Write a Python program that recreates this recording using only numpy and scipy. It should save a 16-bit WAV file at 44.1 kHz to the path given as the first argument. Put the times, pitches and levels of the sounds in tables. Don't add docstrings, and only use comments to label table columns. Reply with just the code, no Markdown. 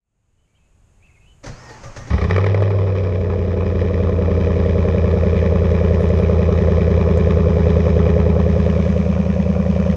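import sys
import numpy as np
from scipy import signal
from scipy.fft import rfft, irfft, next_fast_len
from scipy.io import wavfile
from scipy.ndimage import uniform_filter1d

SR = 44100
rng = np.random.default_rng(int(sys.argv[2]) if len(sys.argv) > 2 else 0)


def waveform_to_disk(signal):
    frames = np.transpose(np.atleast_2d(signal))
    scaled = np.clip(frames, -1, 1) * 32767
    samples = np.round(scaled).astype(np.int16)
    wavfile.write(sys.argv[1], SR, samples)


N = 439236
TIME = np.arange(N) / SR


def amp(db):
    return 10 ** (np.asarray(db) / 20)


def ramp(x, start, end):
    return np.clip((x - start) / (end - start), 0, 1)


def steady(x, seconds):
    size = int(seconds * SR)
    power = uniform_filter1d(uniform_filter1d(x * x, size=size), size=size)
    return x / np.sqrt(np.abs(power) + 1e-12)


def curves(rows, outside=None):
    s, *columns = np.transpose(rows)
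    return [np.interp(TIME, s, column, outside, outside) for column in columns]


def filtered(x, response):
    size = next_fast_len(N + SR // 2)
    return irfft(rfft(x, size) * response(np.fft.rfftfreq(size, 1 / SR)), size)[:N]


def colour(points):
    f, db = np.transpose(points)
    return lambda hz: amp(np.interp(np.log(hz + 1), np.log(f), db, -120, -120))


def noise(points):
    x = filtered(rng.standard_normal(N), colour(points))
    return x / x.std()


def pulses(times, sizes):
    at = np.clip(np.round(times * SR).astype(int), 0, N - 1)
    return np.bincount(at, sizes, N)


def puffs(pushes, rise_ms, fall_ms):
    t_ms = np.arange(SR // 10) * 1000 / SR
    shape = (1 - np.exp(-t_ms / rise_ms)) * np.exp(-t_ms / fall_ms)
    return signal.fftconvolve(pushes, shape / shape.max())[:N]


def whistle(rows, wander):
    hz = curves(rows)[0]
    level = amp(curves(rows, outside=-200)[1])
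    drift = wander * steady(uniform_filter1d(rng.standard_normal(N), size=200), 0.78)
    sine = np.sin(2 * np.pi * np.cumsum(hz) / SR + drift)
    return np.sqrt(2) * uniform_filter1d(level, size=150) * sine


# frequency in Hz, relative level in dB per Hz.
AIR = [(12, -26.5), (20, -2.5), (92, -6), (281, -23.5), (655, -27.5), (2000, -37), (2630, -34.5),
       (3750, -44), (5800, -46), (6650, -33), (13500, -58.5)]
AIR_DB, FADE_S = -50.5, 1.5
AIR_LIT_DB = -9


def far_air():
    lit = ramp(TIME, CATCH[0][0], SPEED[1][0])
    return amp(AIR_DB + AIR_LIT_DB * lit) * ramp(TIME, 0, FADE_S) * noise(AIR)


# start in seconds, length in seconds, from Hz, to Hz, level in dB after the slur.
BIRDS = [(0.38, 0.08, 2900, 3010, -79), (0.475, 0.13, 2200, 2320, -78), (0.55, 0.027, 2800, 3200, -69.5),
         (0.567, 0.11, 3150, 2580, -74.5), (1.003, 0.027, 2290, 2240, -71), (1.024, 0.052, 2280, 2620, -59),
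         (1.082, 0.026, 2580, 2180, -63), (1.112, 0.05, 2500, 2560, -67), (1.152, 0.035, 2540, 2160, -62),
         (1.209, 0.044, 2590, 2560, -62.5), (1.258, 0.073, 2610, 3000, -61)]
SLUR_S = 0.016
START_DB, END_DB = 1, 2


def birds():
    song = 0
    for s, length, from_hz, to_hz, db in BIRDS:
        slurred_s = s + min(SLUR_S, length / 2)
        note = [(s, from_hz, db + START_DB), (slurred_s, to_hz, db), (s + length, to_hz, db + END_DB)]
        song = song + whistle(note, wander=0.69)
    tail_s = np.arange(SR // 4) / SR
    tail = rng.standard_normal(len(tail_s)) * amp(-60 * tail_s / 0.35)
    return song + amp(-6) * signal.fftconvolve(song, tail / np.linalg.norm(tail))[:N]


# time in seconds, peak level in dB.
TICKS = [(6.026, -54), (6.087, -50), (7.1735, -45)]


def dry_ticks():
    s, db = np.transpose(TICKS)
    bright = noise([(3500, -2), (7000, 7), (11000, -21.0)])
    return puffs(pulses(s, amp(db)), rise_ms=0.22, fall_ms=8.0) * bright


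# time in seconds, starting level in dB.
CLINKS = [(6.0, -62), (6.18, -64)]
CLINK_HZ, CLINK_T60_S = 9640, 0.3


def metal_clinks():
    return sum(whistle([(s, CLINK_HZ, db), (s + CLINK_T60_S, CLINK_HZ, db - 60)], wander=.3)
               for s, db in CLINKS)


def outdoors():
    return far_air() + birds() + dry_ticks() + metal_clinks()


# time in seconds, added rumble in dB, grind in dB.
HEAVES = [(1.436, -66, -37), (1.46, -31.5, -34), (1.69, -62, -41), (1.834, -36, -39), (1.962, -36.5, -33.5),
          (2.071, -45, -39.5)]
# frequency in Hz, relative level in dB per Hz.
RUMBLE = [(12, -27), (20, 4.5), (43, -7), (92, -6.5), (124, 3.5), (162, -13), (260, -16.5), (340, -49)]
GRIND = [(150, -36), (285, 6), (363, -2.5), (580, 5.5), (682, -8), (1510, -8), (1890, -5.5), (2980, -19),
         (6380, -12), (7380, -23), (12000, -45), (14000, -70)]
MESH = [(110, -4), (200, -4.5), (900, -3), (2500, -12.5), (3800, -23), (4600, -17.5), (6500, -14.5),
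        (9000, -33)]
ENGAGE_S, RELEASE_S = 1.44, 2.115
CRANK_RUMBLE_DB, CRANK_GRIND_DB = -46.5, -44.5


def cranking():
    s, rumble_db, grind_db = np.transpose(HEAVES)
    rumble = amp(CRANK_RUMBLE_DB) + puffs(pulses(s, amp(rumble_db)), rise_ms=14, fall_ms=78)
    grind = puffs(pulses(s, amp(grind_db)), rise_ms=2.2, fall_ms=30.0)
    engaged = ramp(TIME, ENGAGE_S - 0.012, ENGAGE_S) * ramp(TIME, RELEASE_S, RELEASE_S - 0.0075)
    return engaged * (rumble * noise(RUMBLE) + grind * noise(GRIND) + amp(CRANK_GRIND_DB) * noise(MESH))


# start in seconds, end in seconds, from Hz, to Hz, level in dB.
DROOPS = [(1.83, 1.885, 6300, 5600, -54), (1.965, 2.04, 6500, 5750, -55)]
WHINE_S, WHINE_HZ, WHINE_DB = (1.515, 1.75), (4200, 5430), -57.5


def pinion_whine():
    turn = np.linspace(0, 1, num=21)
    s = np.interp(turn, (0, 1), WHINE_S)
    hz = np.interp(np.sin(np.pi * turn) ** 2, (0, 1), WHINE_HZ)
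    arch = np.transpose([s, hz, WHINE_DB + 0 * turn])
    droops = sum(whistle([(start, from_hz, db), (end, to_hz, db)], wander=.9)
                 for start, end, from_hz, to_hz, db in DROOPS)
    return whistle(arch, wander=1) + droops


# start in seconds, peak in seconds, end in seconds, frequency in Hz, peak level in dB.
HOUSING_RINGS = [(1.59, 1.71, 1.77, 1855, -48), (1.96, 2.01, 2.09, 1855, -48), (1.69, 1.72, 1.79, 860, -45),
                 (1.835, 1.85, 1.9, 1200, -46), (1.97, 2.01, 2.04, 1200, -46), (1.83, 1.86, 1.91, 550, -42),
                 (1.68, 1.71, 1.75, 460, -46), (1.62, 1.65, 1.68, 1000, -49)]


def housing_rings():
    return sum(whistle([(start, hz, db - 7.5), (peak, hz, db), (end, hz, db - 7)], wander=.6)
               for start, peak, end, hz, db in HOUSING_RINGS)


def starter():
    return cranking() + pinion_whine() + housing_rings()


# frequency in Hz, width in Hz, relative level in dB.
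BOOM = [(55.1, 14.0, -4.1), (79.1, 33.8, 0.0), (113.4, 14.0, -4.2)]
BARK = [(159.2, 17.1, 0.0), (197.1, 19.3, -2.1)]
GROWL = [(348.9, 14.8, -18.0), (389.0, 59.5, -6.6), (419.0, 16.0, 0.0), (472.9, 14.0, -3.6)]
RASP = [(494.4, 44.3, 0.0), (574.2, 14.8, -5.8), (604.4, 25.3, -9.8), (651.3, 60.0, -15.9)]
SING = [(278, 50, 0)]
SNAP = [(827, 40, 0), (1080, 150, -8), (1800, 110, -12), (2400, 120, -8)]
# low edge in Hz, high edge in Hz, steepness of the edges, muffler delay in ms.
PULSE_BANDS = [(15, 140, 10, 1), (130, 250, 10, 1.7), (300, 490, 30, 0), (490, 740, 30, 0),
               (235, 325, 30, 0), (740, 2700, 30, 2)]
PIPE_MODES = {"boom": BOOM, "bark": BARK, "growl": GROWL, "rasp": RASP, "sing": SING, "snap": SNAP}


def pipe(name):
    low_hz, high_hz, steep, delay_ms = PULSE_BANDS[list(PIPE_MODES).index(name)]

    def response(f):
        delay = np.exp(-2j * np.pi * f * delay_ms / 1000)
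        band = delay / (1 + (f / high_hz) ** steep) / (1 + (low_hz / (f + 1)) ** steep)
        ringing = 0
        for k, (centre, width, db) in enumerate(PIPE_MODES[name]):
            ring = 1j * f * width
            ringing = ringing + (-1) ** k * amp(db) * ring / (centre * centre - f * f + ring)
        return band * ringing
    return response


# time in seconds, relative crack in dB, thump in dB above the crack, rasp in dB above the crack.
CATCH = [(2.104, -17, 2, -4), (2.132, -15, 4, 5.5), (2.147, -47.5, 29, 14), (2.18, -14, -6, 6.5),
         (2.214, -12, -2, 7.5), (2.24, -12.5, -2, 8), (2.276, -27, 10, 6)]
# time in seconds, relative crack in dB, ring in dB above the crack.
POPS = [(2.296, -13.5, -1), (2.309, -3.5, -5), (2.33, -21.5, -3), (2.362, -5, 0), (2.381, -11, 9.5),
        (2.411, -16.5, -4.5), (2.442, -11, 3.5), (2.464, -11, 8.5), (2.545, -13, 11), (2.604, -18, -1.5),
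        (2.622, -16.5, 16), (2.704, -23.5, 16)]
# frequency in Hz, relative level in dB per Hz.
CRACK = [(410, -30), (700, -4), (1250, -2), (1580, -7.5), (1810, -0.5), (2370, -3), (2720, -18),
         (5160, -26), (9000, -49), (12000, -92)]


def outlet(f):
    ring = 1j * f * 260
    return (ring / (460 ** 2 - f * f + ring)) ** 2


def catching():
    s, crack_db, thump_db, rasp_db = np.transpose(CATCH)
    low = pulses(s + 0.0017, amp(crack_db + thump_db))
    thump = amp(57.0) * filtered(low, pipe("boom")) + amp(50.0) * filtered(low, pipe("bark"))
    thump = thump + amp(36.0) * filtered(low, pipe("sing"))
    mid = pulses(s + 0.0015, amp(crack_db + rasp_db))
    rasp = amp(37.0) * filtered(mid, pipe("growl")) + amp(32.5) * filtered(mid, pipe("rasp"))
    pop_s, pop_db, ring_db = np.transpose(POPS)
    pop_ring = amp(31.5) * filtered(pulses(pop_s, amp(pop_db + ring_db)), outlet)
    bursts = puffs(pulses(s, amp(crack_db)), rise_ms=0.59, fall_ms=8.3)
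    bursts = bursts + puffs(pulses(pop_s, amp(pop_db)), rise_ms=0.85, fall_ms=2.8)
    cracks = amp(3.5) * filtered(bursts * rng.standard_normal(N), colour(CRACK))
    return thump + rasp + pop_ring + cracks


# time in seconds, turns per minute.
SPEED = [(2.3, 1389.1), (2.42, 1462.6), (2.55, 1506.8), (2.7, 1500.2), (2.9, 1437.3), (3.3, 1335.0),
         (3.5, 1313.3), (3.8, 1299.7), (4.2, 1279.6), (4.7, 1258.5), (5.2, 1251.9), (5.8, 1240.5),
         (6.4, 1239.2), (7.0, 1226.4), (7.5, 1210.2), (8.0, 1206.2), (9.0, 1199.4), (9.96, 1201.6)]
# time in seconds, flow in dB.
FLOW = [(2.3, -1), (2.6, -2.5), (3.0, -4), (3.3, -4), (3.8, -3), (4.3, -1.9), (5.5, -0.94), (8, -0.08),
        (9.96, 1)]
# time in seconds, height from 0 (low) to 1 (raised).
LIFT = [(8.1, 0.05), (8.6, 0.3), (9.2, 0.91), (9.5, 0.96), (9.96, 0.9)]
# dB at idle, dB per 100 rpm over idle, dB per dB of flow, dB added at light-off, dB added once raised.
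LAYERS = [(-14.5, 1.7, 1.65, -4.5, -7.5), (-19, -2.5, 1.4, -0.5, 0), (-21.5, 0.5, 1.43, -9, -13.5),
          (-24.5, 1.33, 1.77, -18, -5.5), (-40.5, 0.5, 1.28, 1.5, -4.5)]
IDLE_RPM, LIGHT_OFF_S = 1200, 0.23
ROUGH_IDLE, ROUGH_FAST, ROUGH_RAISED = 0.07, 0.13, 0.05
SMOOTH_RPM, ROUGH_RPM = 1255, 1400
EVEN_RPM, LOPING_RPM, LEAST_LOPE = 1474, 1237, 0.07


def controls():
    rpm, flow_db, lift = curves(SPEED)[0], curves(FLOW)[0], np.clip(curves(LIFT)[0], 0, 1)
    rush = np.exp(-np.clip(TIME - SPEED[0][0], 0, None) / LIGHT_OFF_S)
    over_idle = (rpm - IDLE_RPM) / 100
    levels_db = [idle + per_rpm * over_idle + per_flow * flow_db + first * rush + raised * lift
                 for idle, per_rpm, per_flow, first, raised in LAYERS]
    turbulent = ROUGH_IDLE + (ROUGH_FAST - ROUGH_IDLE) * ramp(rpm, SMOOTH_RPM, ROUGH_RPM)
    turbulent = np.clip(turbulent + ROUGH_RAISED * lift, 0, 1)
    lope = np.maximum(ramp(rpm, EVEN_RPM, LOPING_RPM), LEAST_LOPE) * (1 - rush)
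    return levels_db, turbulent, np.clip(lope, 0, 1), lift


# frequency in Hz, relative level in dB per Hz.
JET_LOW = [(380, -20.5), (650, -10.5), (827, -6.5), (1180, -10.5), (1500, -13.5), (1680, -10.5),
           (2370, -15.5), (2660, -24.5), (3990, -27.5), (4480, -51), (4800, -32.5), (5700, -39.5),
           (9830, -72), (13500, -83.5)]
JET_HIGH = [(380, -3), (650, -5.5), (870, -7.5), (1050, -7.5), (1500, -15), (1750, -16), (2430, -13),
            (2730, -18), (3340, -26), (4480, -34), (5020, -32), (6300, -32.5), (7340, -44.5), (13500, -73)]
JET_MIX = 0.39
TREBLE_HZ, TREBLE_DB_PER_100_RPM = 5870, -2


def gas_jet(low, high, rpm, lift):
    flow_colour = colour([(300, -12), (1200, -12), (2200, -17), (5000, -6), (14000, -3)])
    even = filtered(rng.standard_normal(N), flow_colour)
    gusts = filtered(low * rng.standard_normal(N), lambda hz: hz < 1550)
    gusts = gusts + filtered(high * rng.standard_normal(N), lambda hz: hz >= 1550)
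    mix = JET_MIX + (1 - JET_MIX) * lift
    jet = (1 - mix) * filtered(gusts + even, colour(JET_LOW)) + mix * filtered(gusts + even, colour(JET_HIGH))
    jet = steady(jet, 0.25)
    treble = filtered(jet, lambda hz: hz > TREBLE_HZ)
    return jet - treble + amp(TREBLE_DB_PER_100_RPM * (rpm - IDLE_RPM) / 100) * treble


def tone(pushes, name):
    return steady(filtered(pushes, pipe(name)), .2)


def part_rough(pushes, name, gust, turbulent):
    rough = steady(filtered((0.068 + gust) * rng.standard_normal(N), pipe(name)), 0.022)
    return np.sqrt(1 - turbulent) * tone(pushes, name) + np.sqrt(turbulent) * rough


# boom lag in ms, boom in relative dB, bark lag in ms, bark in relative dB.
CYLINDERS = [(1.5, -10.5, 0.8, -6.2), (-1.9, -7.3, -3.0, -4.2), (0.3, -2.3, 3.4, -9.2),
             (-1.7, -14.6, 4.1, -10.1), (0.1, -7.6, 2.6, -4.0), (-0.5, 0.0, -1.5, -18.7),
             (-6.0, -4.5, 5.1, -4.7), (-0.2, -4.3, 3.5, 0.0)]
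# lag in ms and relative level in dB for singing, then growl, rasp and hiss.
FLARING = [(1.0, -4.2, -0.6, -0.5, -0.2, -2.8, -1.2, -1.2), (5.7, -2.2, -2.3, -3.7, -1.9, -8.1, -2.0, -2.4),
           (0.7, -7.1, -6.0, -3.0, 0.9, -2.1, -1.7, -2.1), (-0.7, -5.7, -3.0, 0.0, -1.9, -2.5, -1.9, 0.0),
           (-5.4, 0.0, 0.6, -4.8, 2.3, -0.5, -0.3, -4.0), (-4.0, -8.5, -3.6, -0.5, -4.0, -7.4, -1.1, -4.5),
           (-5.5, -4.9, -0.1, -5.6, -1.0, 0.0, 0.1, -8.9), (2.4, -1.8, -0.9, -10.1, -4.7, -4.6, 4.3, -5.0)]
SETTLING = [(-4.4, -14.0, 1.8, -2.3, 1.9, -3.4, -2.4, -0.8),
            (-2.9, -4.6, -3.8, -7.8, -4.5, -8.9, -0.8, -4.0),
            (2.9, -5.7, 1.7, -9.1, -0.9, -6.1, -1.0, -4.5), (-4.3, -7.2, 3.3, -5.7, 4.3, -4.5, -1.8, 0.0),
            (-2.2, -5.2, 3.5, -0.6, 5.0, -1.0, -0.4, -4.3), (3.7, -2.8, -1.9, 0.0, -0.7, -4.6, -1.4, -2.1),
            (1.2, -2.0, 3.8, -17.9, -4.0, 0.0, 0.5, -6.6), (-5.2, 0.0, -0.4, -1.2, 5.0, -0.5, 1.2, -4.9)]
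IDLING = [(-3.3, -5.1, -4.9, -6.8, -1.8, -14.3, -2.0, 0.0),
          (-6.0, -12.1, 0.8, -4.0, -0.5, -10.5, -0.4, -3.3),
          (-2.3, -10.1, 0.0, -2.4, 0.6, -9.1, -0.2, -4.9), (3.7, -11.5, 0.3, -8.0, 1.7, -10.5, -2.0, -6.5),
          (6.0, -6.8, 3.9, 0.0, 1.6, -4.9, 0.1, -4.7), (2.8, -2.4, -4.3, -1.6, 1.0, 0.0, -1.0, -4.3),
          (2.9, 0.0, -2.2, -8.4, -4.3, -6.7, 1.0, -5.1), (-3.7, -0.7, -0.4, -1.6, -4.4, -12.8, 0.3, -4.2)]
RAISED = [(1.7, 0.0, -1.2, -3.8, 4.0, -15.0, -1.0, -1.7), (-5.8, -5.1, -1.6, -4.5, 5.0, -8.7, -0.7, -1.5),
          (5.1, -9.3, 0.1, -2.9, 3.8, -11.2, -0.5, 0.0), (1.0, -8.1, -4.4, -4.4, 1.4, -8.2, -0.8, -4.5),
          (-3.5, -3.1, 4.1, 0.0, -4.4, -12.3, 0.3, -2.0), (-3.7, -14.6, -4.4, -0.9, 0.9, 0.0, 0.2, -2.6),
          (5.1, -6.9, 3.6, -6.0, -4.6, -4.2, 0.8, -3.3), (5.5, -4.4, 5.0, -0.1, 4.6, -5.9, 0.4, -5.7)]
LOPE_RPM = (1230, 1280, 1420)
# frequency in Hz, relative level in dB.
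BARK_RAISED = [(100, -4), (160, -4.5), (190, 3), (330, 2.5)]
# time in seconds, level in dB.
SINGING = [(2.3, -43), (4.4, -32), (6, -39), (8.2, -34), (9.96, -47.5)]
BARK_LOPE = 0.81
SNAP_DB = -1.3
JET_DB, UNLIT_DB = 9.5, -0.5


def exhaust():
    rpm = curves(SPEED)[0]
    levels_db, turbulent, lope, lift = controls()
    boom_db, bark_db, growl_db, rasp_db, hiss_db = levels_db

    firings = np.cumsum(rpm * (TIME >= SPEED[0][0])) / SR * 4 / 60
    count = np.arange(int(firings[-1]))
    fired = np.interp(count, firings, TIME)
    fired[0] = SPEED[0][0]
    chance = rng.standard_normal((len(count), 9))
    gust_chance = chance[:, 4:6]
    chance[:, 4:6] = (gust_chance + np.roll(gust_chance, 1, axis=0)) / np.sqrt(2)

    paths = np.array(CYLINDERS)[count % 8]
    paths[:, :2] *= np.interp(fired, TIME, lope)[:, None]
    up = np.interp(fired, TIME, lift)
    paths[:, 3] *= 1 + BARK_LOPE * up
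    fired_rpm = np.interp(fired, TIME, rpm)
    shares = [np.interp(fired_rpm, LOPE_RPM, row) * (1 - up) for row in np.eye(3)] + [up]
    lopes = np.array([IDLING, SETTLING, FLARING, RAISED])[:, count % 8]

    def one(rows, column_pair, scatter_db, jitter_ms, draw, share=1):
        lag_ms = rows[:, 2 * column_pair] + jitter_ms * chance[:, 8]
        level_db = rows[:, 2 * column_pair + 1] + scatter_db * chance[:, draw]
        return pulses(fired + lag_ms / 1000, share * amp(level_db))

    def train(column_pair, scatter_db, jitter_ms, draw):
        return sum(one(rows, column_pair, scatter_db, jitter_ms, draw, share)
                   for rows, share in zip(lopes, shares))

    low = puffs(train(3, scatter_db=2.2, jitter_ms=.4, draw=4), rise_ms=2.2, fall_ms=3.5)
    high = puffs(train(3, scatter_db=2.2, jitter_ms=.4, draw=5), rise_ms=3, fall_ms=3)
    boom = tone(one(paths, 0, scatter_db=1, jitter_ms=.04, draw=0), "boom")
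    bark = tone(one(paths, 1, scatter_db=.85, jitter_ms=.04, draw=1), "bark")
    bark = (1 - lift) * bark + lift * steady(filtered(bark, colour(BARK_RAISED)), 0.17)
    growl = part_rough(train(1, scatter_db=.9, jitter_ms=.04, draw=2), "growl", low, turbulent)
    rasp = part_rough(train(2, scatter_db=1.1, jitter_ms=.04, draw=3), "rasp", low, turbulent)
    sung = amp(curves(SINGING)[0]) * tone(train(0, scatter_db=.8, jitter_ms=.04, draw=6), "sing")
    snap = amp(SNAP_DB) * tone(train(3, scatter_db=2, jitter_ms=.08, draw=7), "snap")
    jet = gas_jet(low, high, rpm, lift)

    notes = amp(boom_db) * boom + amp(bark_db) * bark + amp(growl_db) * growl + amp(rasp_db) * rasp
    running = ramp(TIME, 2.285, 2.298)
    flowing = ramp(TIME, 2.095, 2.108)
    jet_gain = amp(hiss_db + JET_DB + UNLIT_DB * (1 - running))
    return running * (notes + sung + amp(hiss_db) * snap) + flowing * jet_gain * jet


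# Hz when low, Hz when raised, depth from 0 to 1 when low, depth from 0 to 1 when raised.
HOLLOWS = [(310, 310, .7, .2), (762, 865, .8, .9), (928, 885, .8, .3), (1405, 1310, .75, .6),
           (1575, 1560, .92, .7), (2110, 2120, .65, .75), (2725, 2760, .85, .5)]
HOLLOW_WIDTH = 0.077


def hollowed(x):
    hz, t, spectrum = signal.stft(x, SR, nperseg=2048)
    up = np.clip(np.interp(t, *np.transpose(LIFT)), 0, 1)
    f = hz[:, None]
    gain = 1
    for low_hz, high_hz, low, high in HOLLOWS:
        centre = low_hz + (high_hz - low_hz) * up
        depth = np.clip(low + (high - low) * up, 0, 1)
        ring = 1j * f * HOLLOW_WIDTH * centre
        gain = gain * (1 - depth * ring / (centre * centre - f * f + ring))
    return signal.istft(spectrum * gain, SR, nperseg=2048)[1][:N]


def scene():
    return (outdoors() + starter() + hollowed(catching() + exhaust()))[None]


TOP_HZ = 13850


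def record(dry):
    return filtered(dry[0], lambda hz: hz < TOP_HZ)[None]


dry = scene()
out = record(dry)
waveform_to_disk(out)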